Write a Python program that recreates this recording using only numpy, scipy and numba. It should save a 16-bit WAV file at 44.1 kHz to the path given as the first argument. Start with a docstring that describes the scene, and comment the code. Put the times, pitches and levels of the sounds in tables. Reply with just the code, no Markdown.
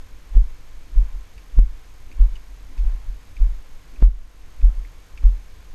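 """Sand arena, from the saddle: one microphone shut inside the housing of a camera on the rider's helmet. Hiss
and a thin electronic whine run throughout. The horse canters, about 0.6 s a stride: a hind hoof thuds faintly
below, the diagonal pair throws sand, then the jolt booms in the mount near 41 Hz, right at the microphone. The
loudest booms knock the housing against its stops in small, bright ticks and snap the limiter down. From 1.4 s
the tack ticks faintly through the case; near 2.8 s one stride breaks into two lighter steps."""
import sys
import numpy as np
from scipy import signal
from scipy.fft import rfft, irfft
from scipy.io import wavfile
from scipy.ndimage import uniform_filter1d, minimum_filter1d
from numba import njit

SR = 44100
rng = np.random.default_rng(int(sys.argv[2]) if len(sys.argv) > 2 else 0)


def pcm_store(signal):
    """Save signal as 16-bit PCM."""
    levels = np.round(np.clip(np.atleast_2d(signal), -1, 1) * 32767)
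    wavfile.write(sys.argv[1], SR, levels.astype(np.int16).T)


N = 253134
TIME = np.arange(N) / SR

# Canter strides as they reach the helmet; the fifth takes two rows: time_s, jolt_db, softness_s,
# check_after_s, rebound_after_s, rebound_db, hind_thud_db, spray_db, spray_decay_s
CANTER_STRIDES = [(0.3615, 11.5, 0.0062, .061, 0.16, -20.5, -60, -52.5, 0.023),
                  (0.9712, 10.7, 0.007, .061, 0.17, -3, -57, -57.5, .22),
                  (1.5808, 12.5, 0.0061, .061, 0.16, -18, -66, -55.5, .036),
                  (2.2048, 10, .0061, .061, .116, -5.5, -53, -54.5, 0.089),
                  (2.7905, 0, .0058, 0.051, 0.14, 3, -57.5, -59, .08),
                  (2.8564, 7.5, 0.0076, .037, .225, -2, -57.5, -58.5, 0.26),
                  (3.4124, 8.5, 0.0066, 0.058, 0.0927, -5, -65, -57.5, 0.089),
                  (4.0280, 11.5, 0.0039, .061, 0.17, -7.5, -52.5, -49, .05),
                  (4.6371, 8.5, 0.00554, .061, 0.14, 0.5, -69, -57, 0.13),
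                  (5.247, 8, 0.0052, 0.038, .118, -11.5, -62, -54, 0.038)]
# Spectrum of the shuddering housing: frequency_hz, relative_db
SHUDDER_SPECTRUM = [(30, -3.5), (75, 6), (130, -6), (250, -18.5), (500, -24.5), (1500, -60.5)]
# Spectrum of the mount's restless rumble: frequency_hz, relative_db
RUMBLE_SPECTRUM = [(8, -0.5), (16, 4), (30, -18.5), (42, -2), (60, -20), (80, -16), (120, -33.5),
                   (200, -50), (400, -77)]
# Spectrum of thrown sand, heard through the case: frequency_hz, relative_db
SAND_SPECTRUM = [(100, -9), (300, -10), (600, -1), (1050, 0), (1500, -7.5), (2500, -11.5), (6000, -26.5),
                 (12000, -41.5)]
# Ticks of buckles and bit: start_s, level_db (relative to TACK_DB), pitch_hz,
# upper_rings_db (relative to the main ring), bounce_db (relative to the first strike), decay_s
TACK_TICKS = [(1.3786, -42, 2480, -18, -15, 0.0047), (2.1144, -42, 2470, -15, -1, 0.004),
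              (2.354, -40, 2720, -16, -7, 0.0045), (2.778, -44, 2490, -7.5, -4, 0.0054),
              (3.365, -39, 2350, -17.5, -12, 0.0046), (3.958, -47, 2430, -18, -10, 0.004),
              (4.6135, -44.5, 2400, -17, -7, 0.004), (4.8474, -40.5, 2040, -26, -17, 0.0031),
              (5.1742, -37, 2380, -20, -19, 0.004)]
# Upper rings of the buckles: pitch_hz, width_hz, relative_db
BUCKLE_RINGS = [(3680, 250, 3), (4600, 350, 4), (6210, 230, -2.5)]
# Spectrum of the camera's hiss: frequency_hz, relative_db
HISS_SPECTRUM = [(88, -17), (150, 1), (253, -12.5), (302, -8.5), (381, -10.5), (471, -6), (561, -10),
                 (1040, -11), (1630, -11.5), (2180, -13.5), (5870, -19.5), (6600, -20), (11600, -28.5),
                 (13300, -29), (15500, -48.5)]
# Resonances of the air shut in around the microphone: pitch_hz, width_hz, level_db
CASE_RESONANCES = [(276.5, 65, -64.5), (1049, 29, -70), (2237, 240, -69.5)]

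MOUNT_HZ, MOUNT_T60_S = 41.31, 0.35
SWAY_HZ, SWAY_T60_S, SWAY_SHARE = 14.13, 0.48, .065
NUDGE_DB, CHECK_DB, PAIR_THUD_DB = -25, -14, -65.5  # relative to the jolt
NUDGE_LEAD_S, HIND_LEAD_S, PAIR_LEAD_S = .0455, .108, 0.031  # ahead of the jolt
NUDGE_SOFTNESS_S, REBOUND_SOFTNESS_S = 0.0052, 0.0078
STOP_SWING, STOP_KNOCK_DB, STOP_KNOCK_CUTOFF_HZ = 1.13, -24.5, 1100
TACK_DB, RING_WIDTH_HZ, BOUNCE_AFTER_S = -7, 610, 0.01
FRAME_HZ, WHINE_HZ, TOP_HZ = 48, 6455, 15100
HEADROOM_UP, HEADROOM_DOWN = .7, .99  # full scale is 1
OVERREACH, MARGIN_DB, RECOVERY_DB_PER_S = 1.25, 0.46, 12.5


def mount():
    """At the microphone: pushes through the rider set the camera bouncing and the helmet swaying."""
    force = np.zeros(N)
    for time_s, jolt_db, softness_s, check_after_s, rebound_after_s, rebound_db, *_ in CANTER_STRIDES:
        # the rider's seat nudges the helmet just before the jolt and checks it just after
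        force += push(time_s - NUDGE_LEAD_S, jolt_db + NUDGE_DB, NUDGE_SOFTNESS_S)
        force += push(time_s, jolt_db, softness_s)
        force += push(time_s + check_after_s, jolt_db + CHECK_DB, softness_s)
        # the rider rises out of the stride and pulls the other way
        force -= push(time_s + rebound_after_s, rebound_db, REBOUND_SOFTNESS_S)
    response = ring(MOUNT_HZ, MOUNT_T60_S).real - SWAY_SHARE * ring(SWAY_HZ, SWAY_T60_S).imag
    boom = signal.fftconvolve(force, response)[:N]
    # the housing shudders more the wider it swings
    swing = uniform_filter1d(np.abs(signal.hilbert(boom)), size=SR // 50)
    shudder = undb(-35.5) * swing ** 0.89 * noise(SHUDDER_SPECTRUM)
    # never quite still, it rumbles in uneven bumps between strides
    bumps = unit(undb(1.82 * wander(rate_hz=23)))
    rumble = undb(-37.5) * bumps * noise(RUMBLE_SPECTRUM)
    return boom + stop_knocks(boom) + shudder + rumble


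def push(time_s, level_db, softness_s):
    """A smooth bell of force; the softer it is, the longer and lower."""
    bell = np.exp(-.5 * ((TIME - time_s) / softness_s) ** 2)
    return undb(level_db) * bell / (softness_s * SR * np.sqrt(2 * np.pi))


def stop_knocks(boom):
    """Small, bright knocks of the housing against its stops at the extremes of the widest swings."""
    peaks, _ = signal.find_peaks(np.abs(boom), height=STOP_SWING)
    clicks = np.zeros(N)
    clicks[peaks] = undb(STOP_KNOCK_DB)
    return signal.lfilter([1], [1, -np.exp(-2 * np.pi * STOP_KNOCK_CUTOFF_HZ / SR)], clicks)


def hooves():
    """Down on the sand: a hind hoof thuds, then the diagonal pair lands and throws a spray of grains."""
    thud, spray = np.zeros(N), np.zeros(N)
    for time_s, jolt_db, *_, hind_thud_db, spray_db, spray_decay_s in CANTER_STRIDES:
        for lead_s, thud_db in (HIND_LEAD_S, hind_thud_db), (PAIR_LEAD_S, jolt_db + PAIR_THUD_DB):
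            thud += undb(thud_db) * burst(time_s - lead_s, rise_s=0.018, decay_s=0.025)
        spray += undb(spray_db) * burst(time_s - PAIR_LEAD_S, rise_s=0.019, decay_s=spray_decay_s)
    grain = unit(uniform_filter1d(rng.exponential(size=N) ** 2, size=SR // 1500))
    hollow = rng.standard_normal(N)
    for _ in range(2):
        hollow = resonate(hollow, pitch_hz=270, width_hz=110)
    return thud * unit(hollow) + spray * grain * noise(SAND_SPECTRUM)


def tack():
    """A rein's length off: buckles and bit chatter for a few milliseconds, bounce once and ring."""
    ticks = np.zeros(N)
    for start_s, level_db, pitch_hz, upper_rings_db, bounce_db, decay_s in TACK_TICKS:
        strike = burst(start_s, 0.00069, decay_s)
        bounce = undb(bounce_db) * burst(start_s + BOUNCE_AFTER_S, 0.00042, decay_s)
        chatter = rng.standard_normal(N) * (strike + bounce)
        tick = resonate(resonate(chatter, pitch_hz, RING_WIDTH_HZ), pitch_hz, RING_WIDTH_HZ)
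        for ring_hz, width_hz, ring_db in BUCKLE_RINGS:
            tick += undb(upper_rings_db + ring_db) * resonate(chatter, ring_hz, width_hz)
        loudest_rms = np.sqrt(uniform_filter1d(tick ** 2, size=SR // 200).max())
        ticks += undb(level_db + TACK_DB) * tick / loudest_rms
    return ticks


def camera_noise():
    """Inside the housing: hiss, the hollow tone of the case, a whine pulsing with each picture frame."""
    hiss = undb(-55.5) * noise(HISS_SPECTRUM)
    case = sum(undb(level_db) * unit(resonate(rng.standard_normal(N), pitch_hz, width_hz))
               for pitch_hz, width_hz, level_db in CASE_RESONANCES)
    frame = (TIME * FRAME_HZ).astype(int)
    cycle = TIME * FRAME_HZ % 1
    gate = uniform_filter1d(1. * (cycle < .36), size=SR // 700)
    # the whine starts afresh in every frame, slightly higher or lower
    offset, detune = rng.standard_normal((frame[-1] + 1, 2))[frame].T
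    phase = 2 * np.pi * (offset + (WHINE_HZ + 14 * detune) * cycle / FRAME_HZ)
    whine = gate * (undb(-65) * np.sin(phase) + undb(-66) * np.sin(2 * phase))
    return hiss + case + whine


def undb(db):
    """Decibels to gain."""
    return 10 ** (np.asarray(db) / 20)


def unit(x):
    """Scale to rms 1."""
    return x / np.sqrt(np.mean(x ** 2))


def noise(spectrum):
    """Steady noise at rms 1, shaped by rows of frequency_hz, relative_db."""
    frequency_hz, relative_db = np.transpose(spectrum)
    log_bins = np.log(np.maximum(np.arange(N // 2 + 1) * SR / N, 1))
    shape = undb(np.interp(log_bins, np.log(frequency_hz), relative_db, left=-np.inf))
    return unit(irfft(rfft(rng.standard_normal(N)) * shape, N))


def resonate(x, pitch_hz, width_hz):
    """One resonance, gain 1 at its centre."""
    return signal.lfilter(*signal.iirpeak(pitch_hz, pitch_hz / width_hz, fs=SR), x)


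def ring(pitch_hz, t60_s):
    """Complex response of one mode: real part speed, imaginary part travel."""
    return np.exp(TIME[:SR] * (2j * np.pi * pitch_hz - np.log(1000) / t60_s))


def burst(start_s, rise_s, decay_s):
    """An envelope that swells to 1 and dies away."""
    age_s = np.maximum(TIME - start_s, 0)
    shape = (1 - np.exp(-age_s / rise_s)) * np.exp(-age_s / decay_s)
    return shape / shape.max()


def wander(rate_hz):
    """Random steps, smoothed twice, at rms 1."""
    hold = int(SR / rate_hz)
    steps = np.repeat(rng.standard_normal(N // hold + 1), hold)
    return unit(uniform_filter1d(uniform_filter1d(steps, hold), hold)[:N])


@njit
def limiter_gain(load, coming_peak, overreach, margin, recovery):
    """On overload the gain drops at once, further than the coming peak needs, then creeps back."""
    gains, gain = np.empty(len(load)), 1.
    for i in range(len(load)):
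        if load[i] * gain > 1:
            gain /= margin * (coming_peak[i] * gain) ** overreach
        gain = min(1., gain * recovery)
        gains[i] = gain
    return gains


def scene():
    """Everything that reaches the one microphone on the helmet."""
    return (mount() + hooves() + tack() + camera_noise())[None]


def record(dry):
    """The camera's limiter has lopsided headroom; its sudden steps click and duck the hiss."""
    mic = dry[0]
    load = np.maximum(mic / HEADROOM_UP, -mic / HEADROOM_DOWN)
    coming_peak = -minimum_filter1d(-load, size=SR // 70)
    gain = limiter_gain(load, coming_peak, OVERREACH, undb(MARGIN_DB), undb(RECOVERY_DB_PER_S / SR))
    # each step is rounded over a fraction of a millisecond, which dulls the click
    slew = np.exp(-1 / (0.0004 * SR))
    gain = 1 + signal.lfilter([1 - slew], [1, -slew], gain - 1)
    lowpass = signal.ellip(8, .2, 70, TOP_HZ, fs=SR, output="sos")
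    return signal.sosfilt(lowpass, mic * gain)[None]


dry = scene()
out = record(dry)
pcm_store(out)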